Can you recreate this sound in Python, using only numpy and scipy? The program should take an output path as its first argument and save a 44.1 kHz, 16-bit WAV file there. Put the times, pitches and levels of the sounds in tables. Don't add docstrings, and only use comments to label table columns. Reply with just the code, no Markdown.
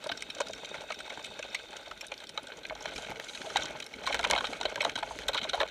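import sys
import numpy as np
from scipy import signal
from scipy.fft import rfft, irfft
from scipy.io import wavfile
from scipy.ndimage import uniform_filter1d, map_coordinates

SR = 44100
rng = np.random.default_rng(int(sys.argv[2]) if len(sys.argv) > 2 else 0)


def nominal_scale(level):
    x = np.asarray(level, float) / 20
    return 10 ** x


def waveform_to_disk(signal):
    frames = np.transpose(np.atleast_2d(signal))
    scaled = np.clip(frames, -1, 1) * 32767
    samples = np.round(scaled).astype(np.int16)
    wavfile.write(sys.argv[1], SR, samples)


N = 251370
HIT = 3000


def rms_one(x):
    return x / np.sqrt(np.mean(x ** 2) + 1e-20)


def over_time(table):
    s, level = np.transpose(table)
    return np.interp(np.arange(N) / SR, s, level)


def drift(rate):
    r = np.exp(-80 * np.pi * rate / SR)
    noise = rng.standard_normal(N // 40 + 2002)
    slow = signal.lfilter([1], [1, -2 * r, r * r], noise)[2000:]
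    return np.interp(np.arange(N) / 40, np.arange(len(slow)), rms_one(slow))


def resonate(x, hz, width_hz):
    r = np.exp(-np.pi * width_hz / SR)
    ring = [1, -2 * r * np.cos(2 * np.pi * hz / SR), r * r]
    return signal.lfilter(np.array([1, 0, -1]) * (1 - r * r) / 2, ring, x + 1e-18)


def between(x, low_hz, high_hz):
    return signal.sosfilt(signal.butter(3, [low_hz, high_hz], "band", fs=SR, output="sos"), x)


def body(x, modes, spread_db=0.):
    luck = rng.standard_normal((len(x), len(modes)))
    total = 0
    for k, (hz, width_hz, db) in enumerate(modes):
        strength = nominal_scale(db + spread_db * luck[:, [k]])
        total = total + (-1) ** k * strength * resonate(x, hz, width_hz)
    return total


def coloured(spectrum):
    hz, db = np.transpose(spectrum)
    bins = np.arange(N // 2 + 1) * SR / N + 1
    gain = nominal_scale(np.interp(np.log(bins), np.log(hz), db))
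    return rms_one(irfft(rfft(rng.standard_normal(N)) * gain, N))


def grains(shape, per_s, spread_db):
    sizes = nominal_scale(spread_db * np.minimum(rng.exponential(1, shape), 4)) * rng.choice([-1, 1], shape)
    return sizes * (rng.random(shape) < per_s / SR)


def chatter(length_ms, per_s, rise_ms):
    ms = np.arange(HIT) * 1000 / SR
    spent = ms / np.maximum(length_ms, .3)[:, None]
    settle_db, settle_longer = -16.5, 3.2
    fade = np.exp(-spent ** 1.31) + nominal_scale(settle_db) * np.exp(-spent / settle_longer)
    touches = grains((len(length_ms), HIT), per_s, spread_db=3)
    touches[:, 12] += 2.5
    return touches * (1 - np.exp(-ms / rise_ms)) * fade


def lay_out(times, hits, peak_db):
    out = np.zeros(N + HIT)
    for s, hit, db in zip(times, hits, peak_db):
        at = round(s * SR)
        out[at:at + HIT] += nominal_scale(db) * hit / np.max(np.abs(hit))
    return out[:N]


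# (frequency [Hz], level [dB])
HISS_COLOUR = [(180, -28), (300, 1.5), (1540, -25), (2790, -7), (3690, -24), (15500, -29)]


def hiss():
    return nominal_scale(-62) * coloured(HISS_COLOUR)


# (time [s], level [dB])
LURCHES = [(1.93, -62), (2.75, -57), (2.98, -61), (3.59, -56), (4.09, -61), (4.21, -53), (4.32, -49),
           (4.67, -55), (5.13, -52), (5.3, -53), (5.6, -55)]


def sway_level(shake_db):
    s, db = np.transpose(LURCHES)
    late = np.arange(N) / SR - s[:, None]
    rise_s, fade_s = 0.042, 0.043
    swells = nominal_scale(db)[:, None] * np.exp(np.minimum(late / rise_s, -late / fade_s))
    bed = nominal_scale(-72 + .7 * (shake_db + 50.5))
    return bed + swells.sum(axis=0)


# (frequency [Hz], level [dB])
DRONE_COLOUR = [(35, -37), (60, -8), (102, -10), (262, -4), (355, -6.5), (450, 0.5), (580, -11),
                (990, -120)]


def rumble(shake_db):
    sway = rms_one(resonate(resonate(rng.standard_normal(N), 48, 20), 48, 36))
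    drone_db = -58 + 0.89 * (shake_db + 49.5) + 3.0 * drift(30)
    return sway_level(shake_db) * sway + nominal_scale(drone_db) * coloured(DRONE_COLOUR)


# (time [s], peak level [dB], pitch [Hz])
THUDS = [(0.059, -44, 132), (0.115, -41, 285), (0.285, -47, 218), (0.459, -49, 215), (0.823, -52, 245),
         (1.097, -51, 250), (1.166, -45, 301), (1.381, -50, 301), (2.427, -47, 285), (2.696, -45, 316),
         (2.956, -44, 72.7), (3.111, -48, 175), (3.397, -46, 280), (3.639, -41.5, 304), (3.745, -44, 202),
         (3.959, -45, 250), (4.493, -42, 291), (4.872, -42, 318), (4.956, -40, 288),
         (3.098, -35, 140)]


def thuds():
    s, peak_db, hz = np.transpose(THUDS)
    pushes = chatter(np.full(len(s), 8.), per_s=900, rise_ms=3.8)
    struck = np.array([resonate(push, f, 63) for push, f in zip(pushes, hz)])
    frame_modes = [(60.4, 26, -5.0), (126, 21, -0.5), (250, 115, -6.0), (400, 190, -13)]   # Hz, width Hz, dB
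    frame = body(pushes, frame_modes, spread_db=2.5)
    return lay_out(s - .003, frame + nominal_scale(4.5) * struck, peak_db + 2.5)


# (time [s], level [dB])
WHEEL_ROAR = [
    (0, -57),
    (.4, -54),
    (1.2, -53),
    (1.7, -55.5),
    (2.4, -64),
    (2.9, -72),
    (5.7, -90),
]
# (pitch [Hz], width [Hz], level [dB])
WHEEL_MODES = [(2580, 100, -6), (3710, 250, 1), (4400, 500, -10), (6000, 400, -15), (7100, 500, -17),
               (8380, 120, -20)]


def cart_ahead():
    grit = grains(N, 6000, spread_db=2.5) * nominal_scale(1.5 * drift(30))
    rings = 0
    for hz, width_hz, db in WHEEL_MODES:
        rings = rings + nominal_scale(db) * rms_one(resonate(resonate(grit, hz, width_hz), hz, width_hz))
    t = np.arange(N) / SR
    pull_away_m_s2, sound_m_s = 2.5, 343
    sent = t - pull_away_m_s2 * t ** 2 / 2 / sound_m_s
    return nominal_scale(over_time(WHEEL_ROAR)) * map_coordinates(rings, [sent * SR], order=3)


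def patter(modes, per_s, clumps, low_hz, high_hz):
    touches = grains(N, per_s * nominal_scale(3 * drift(50)), spread_db=3.5) * clumps
    rings = 0
    for k, (hz, width_hz, db) in enumerate(modes):
        luck = nominal_scale(4.33 * rng.standard_normal(N))
        rings = rings + (-1) ** k * nominal_scale(db) * resonate(touches * luck, hz, width_hz)
    return rms_one(between(rings, low_hz, high_hz))


# (pitch [Hz], width [Hz], level [dB])
SHELL = [(554, 132, -1.5), (645, 74, 1), (845, 100, -3)]
MIDDLE = [(1265, 184, -7.5), (1499, 140, 2), (1600, 89, -0.5), (1944, 206, -7.5), (2207, 92, 1),
          (2530, 224, -4.5)]
UPPER = [(3106, 240, 4), (3557, 290, 1.5), (3786, 340, 1), (4202, 330, -2)]
TOP = [(4780, 590, -7.5), (5485, 130, 2), (5980, 810, -1.5), (7370, 410, -7), (8015, 300, -7.5),
       (9780, 2100, -18.5), (12600, 3700, -23)]


def buzz(shake_db):
    clumps = nominal_scale(3.0 * drift(30) + 1.3 * drift(5.2))
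    shell = nominal_scale(-4.5) * patter(SHELL, 1300, clumps, 295, 1800)
    middle = nominal_scale(-5.5) * patter(MIDDLE, 1300, clumps, 830, 4160)
    upper = nominal_scale(-8.5) * patter(UPPER, 1500, clumps, 2240, 5200)
    top = nominal_scale(-16.5) * patter(TOP, 2000, clumps, 3600, 12600)
    return nominal_scale(shake_db + 0.7) * (shell + middle + upper + top)


# (start [s], end [s], level [dB])
RUBS = [(2.936, 3.05, -52.5), (3.094, 3.125, -54), (3.213, 3.57, -52), (3.556, 3.746, -66),
        (4.297, 4.587, -53.5), (4.808, 4.9, -58), (5.034, 5.24, -57)]
# (pitch [Hz], width [Hz], level [dB])
RUB_MODES = [(2300, 500, 1), (3300, 700, 1), (4900, 720, -3), (5600, 190, -9), (6340, 640, 2),
             (8600, 400, -6), (9700, 600, -9), (12500, 4000, -29)]


def rubbing():
    t = np.arange(N) / SR
    pressure = sum(nominal_scale(db) * (t > start) * (t < end) for start, end, db in RUBS)
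    slips = grains((1, N), 3500, spread_db=3.0) * nominal_scale(2.5 * drift(30))
    scrape = rms_one(between(body(slips, RUB_MODES), 1500, 11200)[0])
    return uniform_filter1d(pressure, size=1300) * scrape


# (time [s], peak level [dB])
PINGS = [(0.0695, -33.5), (0.1207, -36), (0.4848, -33.5), (0.5082, -40), (0.5494, -42), (0.6566, -34.5),
         (0.9896, -40), (1.2604, -40), (1.8814, -41), (2.0674, -37), (2.1782, -36), (2.27, -38),
         (2.3446, -50), (2.4314, -42), (2.4834, -44), (2.572, -40), (2.6664, -37.5), (2.6873, -42),
         (2.825, -35.5), (3.1812, -46), (3.6331, -29), (4.2727, -39), (4.8174, -31),
         (0.5786, -43), (0.6908, -41), (0.8804, -46), (1.1413, -46), (1.2271, -41), (1.3034, -47),
              (1.4646, -45), (1.503, -44), (1.6312, -47), (1.6856, -49), (1.7075, -43), (1.8128, -49),
              (1.8317, -48), (2.0832, -40), (2.9595, -34.5), (3.0225, -35.5), (3.0624, -50), (3.244, -39),
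              (3.5019, -37), (3.684, -41), (3.7194, -45), (3.8424, -38.5), (3.9305, -46), (3.9544, -47),
              (3.9609, -43)]


def pings():
    s, peak_db = np.transpose(PINGS)
    blows = chatter(np.full(len(s), 3.5), per_s=2200, rise_ms=0.2)
    rings = between(body(blows, UPPER + TOP, spread_db=7.5), 3300, 11500)
    return lay_out(s - .0005, rings, peak_db + 1.5)


# (time [s], peak level [dB], brightness [dB])
SNAPS = [(3.1994, -22, -14), (3.5719, -15, 2), (4.1452, -12.5, -3), (4.3112, -5.5, 3), (4.7585, -19, -3),
         (4.8975, -22, -2), (5.189, -23, -9)]


def snaps():
    s, peak_db, bright_db = np.transpose(SNAPS)
    touch = np.zeros((len(s), HIT))
    touch[:, 0] = 1
    bright = nominal_scale(bright_db)[:, None] * body(touch, [(6450, 2000, -10.0), (10500, 3100, -22)])
    return lay_out(s, resonate(touch, 1960, 600) - bright, peak_db)


# (time [s], peak level [dB], pitch [Hz])
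KNOCKS = [(0.062, -30, 603), (0.098, -26.5, 693), (0.387, -39.5, 620), (0.404, -23.5, 610),
          (0.714, -36, 480), (0.744, -38, 604), (0.837, -38, 610), (0.905, -28.5, 632),
          (1.106, -35, 683), (1.175, -36, 859), (1.392, -33.5, 540), (1.92, -39.5, 623),
          (2.119, -32, 654), (2.378, -33, 860), (2.521, -43, 466), (2.65, -42, 630),
          (2.709, -28, 620), (2.755, -41, 806), (2.809, -39, 490), (2.857, -28.5, 620),
          (3.102, -38, 514), (3.118, -33, 764), (3.198, -36.5, 494), (3.467, -34, 610),
          (3.559, -19, 820), (3.753, -34.5, 560), (4.073, -25.5, 1047), (4.107, -26, 690),
               (4.144, -27.5, 460), (4.194, -27.5, 694), (4.242, -25.5, 960), (4.265, -27, 684),
               (4.303, -24, 615), (4.33, -22.5, 680), (4.443, -27.5, 696), (4.527, -34, 656),
               (4.612, -28, 890), (4.654, -21.5, 630), (4.759, -37, 523), (4.778, -31.5, 910),
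               (4.81, -31, 600), (4.83, -28, 670), (4.851, -18, 660), (4.96, -35, 690), (5.028, -27, 845),
               (5.109, -30.5, 845), (5.293, -24.5, 646), (5.331, -39, 940), (5.345, -31, 920),
               (5.45, -31, 650), (5.534, -28.5, 687), (5.578, -31, 870), (5.605, -21.5, 600),
          (0.496, -34.5, 554), (2.723, -32, 630), (2.984, -37, 786), (3.644, -35, 533),
            (4.867, -25.5, 664), (5.355, -27, 926), (5.543, -24, 740), (5.619, -26, 604), (5.632, -24, 640),
          (1.119, -38.5, 627), (1.195, -38, 848), (4.015, -38, 611), (4.039, -39, 660),
                (4.323, -27, 614), (4.336, -23, 860), (4.35, -29, 740), (4.362, -26, 690),
                (4.379, -29, 880), (4.409, -31, 1070), (4.5, -37, 692), (4.977, -32.5, 902)]


def knocks():
    s, peak_db, hz = np.transpose(KNOCKS)
    blows = chatter(np.full(len(s), 5.5), per_s=1200, rise_ms=.4)
    struck = np.array([resonate(blow, f, 85) for blow, f in zip(blows, hz)])
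    shell = nominal_scale(-7.5) * body(blows, SHELL, spread_db=5.5)
    return lay_out(s - .0015, between(struck + shell, 407, 1860), peak_db + 3.0)


def camera_hits(s, length_ms, middle_db, upper_db, top_db, landing_hz):
    uneven = np.exp(0.18 * rng.standard_normal(len(s)))
    blows = chatter(length_ms * uneven, per_s=3500, rise_ms=0.87)
    s = s - .0016
    first = blows * np.exp(-np.arange(HIT) / SR / 0.018)
    struck = np.array([resonate(blow, f, 150) for blow, f in zip(blows, landing_hz)])
    lands_high = landing_hz[:, None] > UPPER[0][0]
    middle = body(blows, MIDDLE, spread_db=4.5) + nominal_scale(12) * struck * ~lands_high
    upper = body(blows, UPPER, spread_db=2) + nominal_scale(2.0) * struck * lands_high
    top = body(first, TOP, spread_db=5.0)
    top_db = np.minimum(top_db, -27)
    return (lay_out(s, between(middle, 780, 3050), middle_db)
            + lay_out(s, between(upper, 2350, 4930), upper_db)
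            + lay_out(s, between(top, 4000, 12800), top_db))


# (time [s], peak level [dB], pitch [Hz], brightness [dB])
CLACKS = [(0.117, -23.5, 1540, -20), (0.2233, -27, 2340, -7.5), (0.405, -26.5, 1510, -4),
          (0.7447, -35, 2190, -16), (0.9052, -28.5, 1270, -24), (0.9208, -29, 2140, -12),
          (1.0038, -31.5, 1500, -18), (1.1025, -29, 2150, -19.5), (1.1752, -36.5, 1540, -20),
          (1.1944, -37.5, 1510, -18), (1.392, -32, 1560, -10), (1.4267, -29.5, 2520, -13),
          (1.5471, -21, 2200, -17.5), (1.73, -34.5, 1460, -20), (1.912, -30.5, 1320, -18),
          (2.0105, -32.5, 2390, -7.5), (2.0443, -38.5, 1460, -25), (2.1178, -27.5, 2440, -19),
          (2.5196, -32, 1520, -33), (2.652, -26.5, 2260, -27), (2.698, -28, 2200, -25),
          (2.8562, -25, 1516, -18.5), (2.9618, -32, 2380, -12), (3.1043, -36, 2170, -14),
          (3.1134, -33, 2280, -15.5), (3.159, -35, 2200, -23), (3.198, -33, 1540, -30),
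          (3.374, -32, 2440, -20), (3.4165, -32, 1510, -17), (3.501, -33.5, 1350, -16),
          (3.802, -29.5, 2490, -11), (3.938, -31.5, 2270, -22), (4.0746, -22.5, 1460, -16.5),
               (4.0964, -32, 2180, -16), (4.1275, -22, 2190, -21), (4.147, -22, 1500, -23),
               (4.193, -22.5, 1380, -16), (4.2296, -27, 2120, -18), (4.2477, -15.5, 2460, -17),
               (4.3099, -18.5, 2180, -11), (4.3335, -18, 1390, -23), (4.3514, -24, 2220, -17),
               (4.4071, -24, 1484, -27), (4.4438, -23.5, 1340, -26), (4.532, -29, 1500, -17),
               (4.631, -30, 1480, -16), (4.759, -29, 1550, -25), (4.777, -41, 1540, -25),
               (4.806, -18, 2200, -22), (4.8957, -26.5, 1560, -20), (5.0266, -32, 1310, -28),
               (5.0298, -23.5, 1450, -25), (5.2193, -37, 1660, -20), (5.6036, -18.5, 1480, -24.5),
               (5.381, -23, 1460, -30), (5.614, -21.5, 1500, -30), (4.037, -35, 1500, -30),
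               (5.6315, -21, 1440, -24)]
# (time [s], peak level [dB], brightness [dB])
TICKS = [(0.041, -36, -8), (0.092, -26, -22), (0.174, -34.5, -6), (0.2068, -38, -7),
         (0.3023, -27, -18), (0.3496, -35.5, -6.5), (0.3844, -34.5, -14), (0.415, -26, -19),
         (0.4697, -33, -16), (0.5338, -29.5, -11), (0.6469, -32.5, -12), (1.245, -30.5, -13),
         (1.767, -35.5, -8.5), (1.976, -41, -12), (2.1403, -36, -11), (2.2032, -35.5, -17),
         (2.2388, -36, -13.5), (2.2927, -35.5, -7), (2.376, -20.5, -21.5), (2.4705, -35, -14),
         (2.6329, -39, -19), (2.7522, -38.5, -9), (2.808, -43, -2.5), (2.8928, -38, -17),
         (2.9364, -36, -14), (2.9798, -30.5, -11.5), (3.0465, -35, -19), (3.2859, -33.5, -16),
         (3.333, -37, -20), (3.3488, -30.5, -22),
         (3.559, -19.5, -20), (3.5688, -17, -15.5), (3.6085, -36, -10), (3.6226, -26, -17),
              (3.6561, -32, -6), (3.825, -31, -14), (3.8646, -36, -7), (4.066, -25, -11), (4.192, -30, -14),
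              (4.2996, -21.5, -6), (4.362, -21.5, -23), (4.3844, -20.5, -23), (4.4512, -25.5, -20),
              (4.6115, -24, -14.5), (4.655, -19, -20.5), (4.8488, -18.5, -17), (4.956, -23.5, -17.5),
              (4.988, -30, -14), (5.2832, -19, -15.5), (5.333, -26, -19), (5.3447, -22, -17.5),
              (5.376, -21, -21.5), (5.4153, -27.5, -25), (5.4318, -28.5, -17), (5.441, -26.5, -16.5),
              (5.4949, -22.5, -13.5), (5.5336, -23, -23), (5.5522, -31, -13), (5.6031, -25.5, -17),
              (5.614, -28.5, -15.5),
         (.9434, -39, -10), (.9894, -35, -18), (1.0614, -41, -14), (1.097, -34, -18),
               (1.256, -37.5, -11), (1.2654, -35, -16), (3.2427, -39, -13), (3.2946, -34, -17),
               (4.033, -38, -20), (4.058, -32, -21), (4.0712, -27, -17), (4.123, -30.5, -16),
               (4.211, -34, -9), (4.2415, -22.5, -16), (4.272, -33, -12), (4.334, -26, -20),
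               (4.3784, -21, -24), (4.4697, -28.5, -16), (4.8164, -28, -18), (4.8244, -28.5, -22),
               (4.8387, -30, -20), (4.9173, -40, -15), (4.9615, -26, -18), (4.9774, -31.5, -16),
               (5.232, -37.5, -24), (5.296, -33, -20), (5.3555, -32, -22), (5.369, -27, -24),
               (5.388, -28, -24), (5.49, -31, -20), (5.544, -26.5, -16), (5.599, -31, -22),
               (5.677, -36.5, -16), (5.686, -35, -17)]


def camera_contacts():
    run_ms, crest_db = 3.7, 7
    s, db, hz, bright_db = np.transpose(CLACKS)
    clacks = camera_hits(s, np.full(len(s), run_ms), db, db - 4, db + bright_db + crest_db, hz)
    s, db, bright_db = np.transpose(TICKS)
    length_ms = run_ms + 3 * (s * SR / N) ** 9
    edge_hz = np.full(len(s), 3800)
    return clacks + camera_hits(s, length_ms, db - 5, db + 0.21, db + bright_db + crest_db, edge_hz)


# (time [s], level [dB])
ROAD_SHAKE = [(0, -49.5), (.59, -47), (1.87, -49.5), (2.7, -51.5), (2.97, -43), (3.32, -48.5),
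              (3.59, -37.5), (3.89, -50.5), (4.14, -38), (4.21, -39.5), (4.29, -35), (4.44, -42),
              (5.3, -44), (5.43, -42), (5.7, -45)]


def scene():
    shake_db = over_time(ROAD_SHAKE)
    background = hiss() + rumble(shake_db) + thuds() + cart_ahead()
    housing = buzz(shake_db) + rubbing() + pings() + snaps() + knocks() + camera_contacts()
    mono = background + housing
    return np.array([mono, mono])


def band_limit(x):
    return signal.sosfilt(signal.butter(12, 15990, fs=SR, output="sos"), x)


def record(dry):
    unlike = between(rng.standard_normal(N), 4800, 21000)
    stereo = dry + nominal_scale(-76) * unlike * [[1], [-1]]
    top_cut = signal.ellip(6, 1, 30, 15400, fs=SR, output="sos")
    return band_limit(signal.sosfilt(top_cut, stereo))


dry = scene()
out = record(dry)
waveform_to_disk(out)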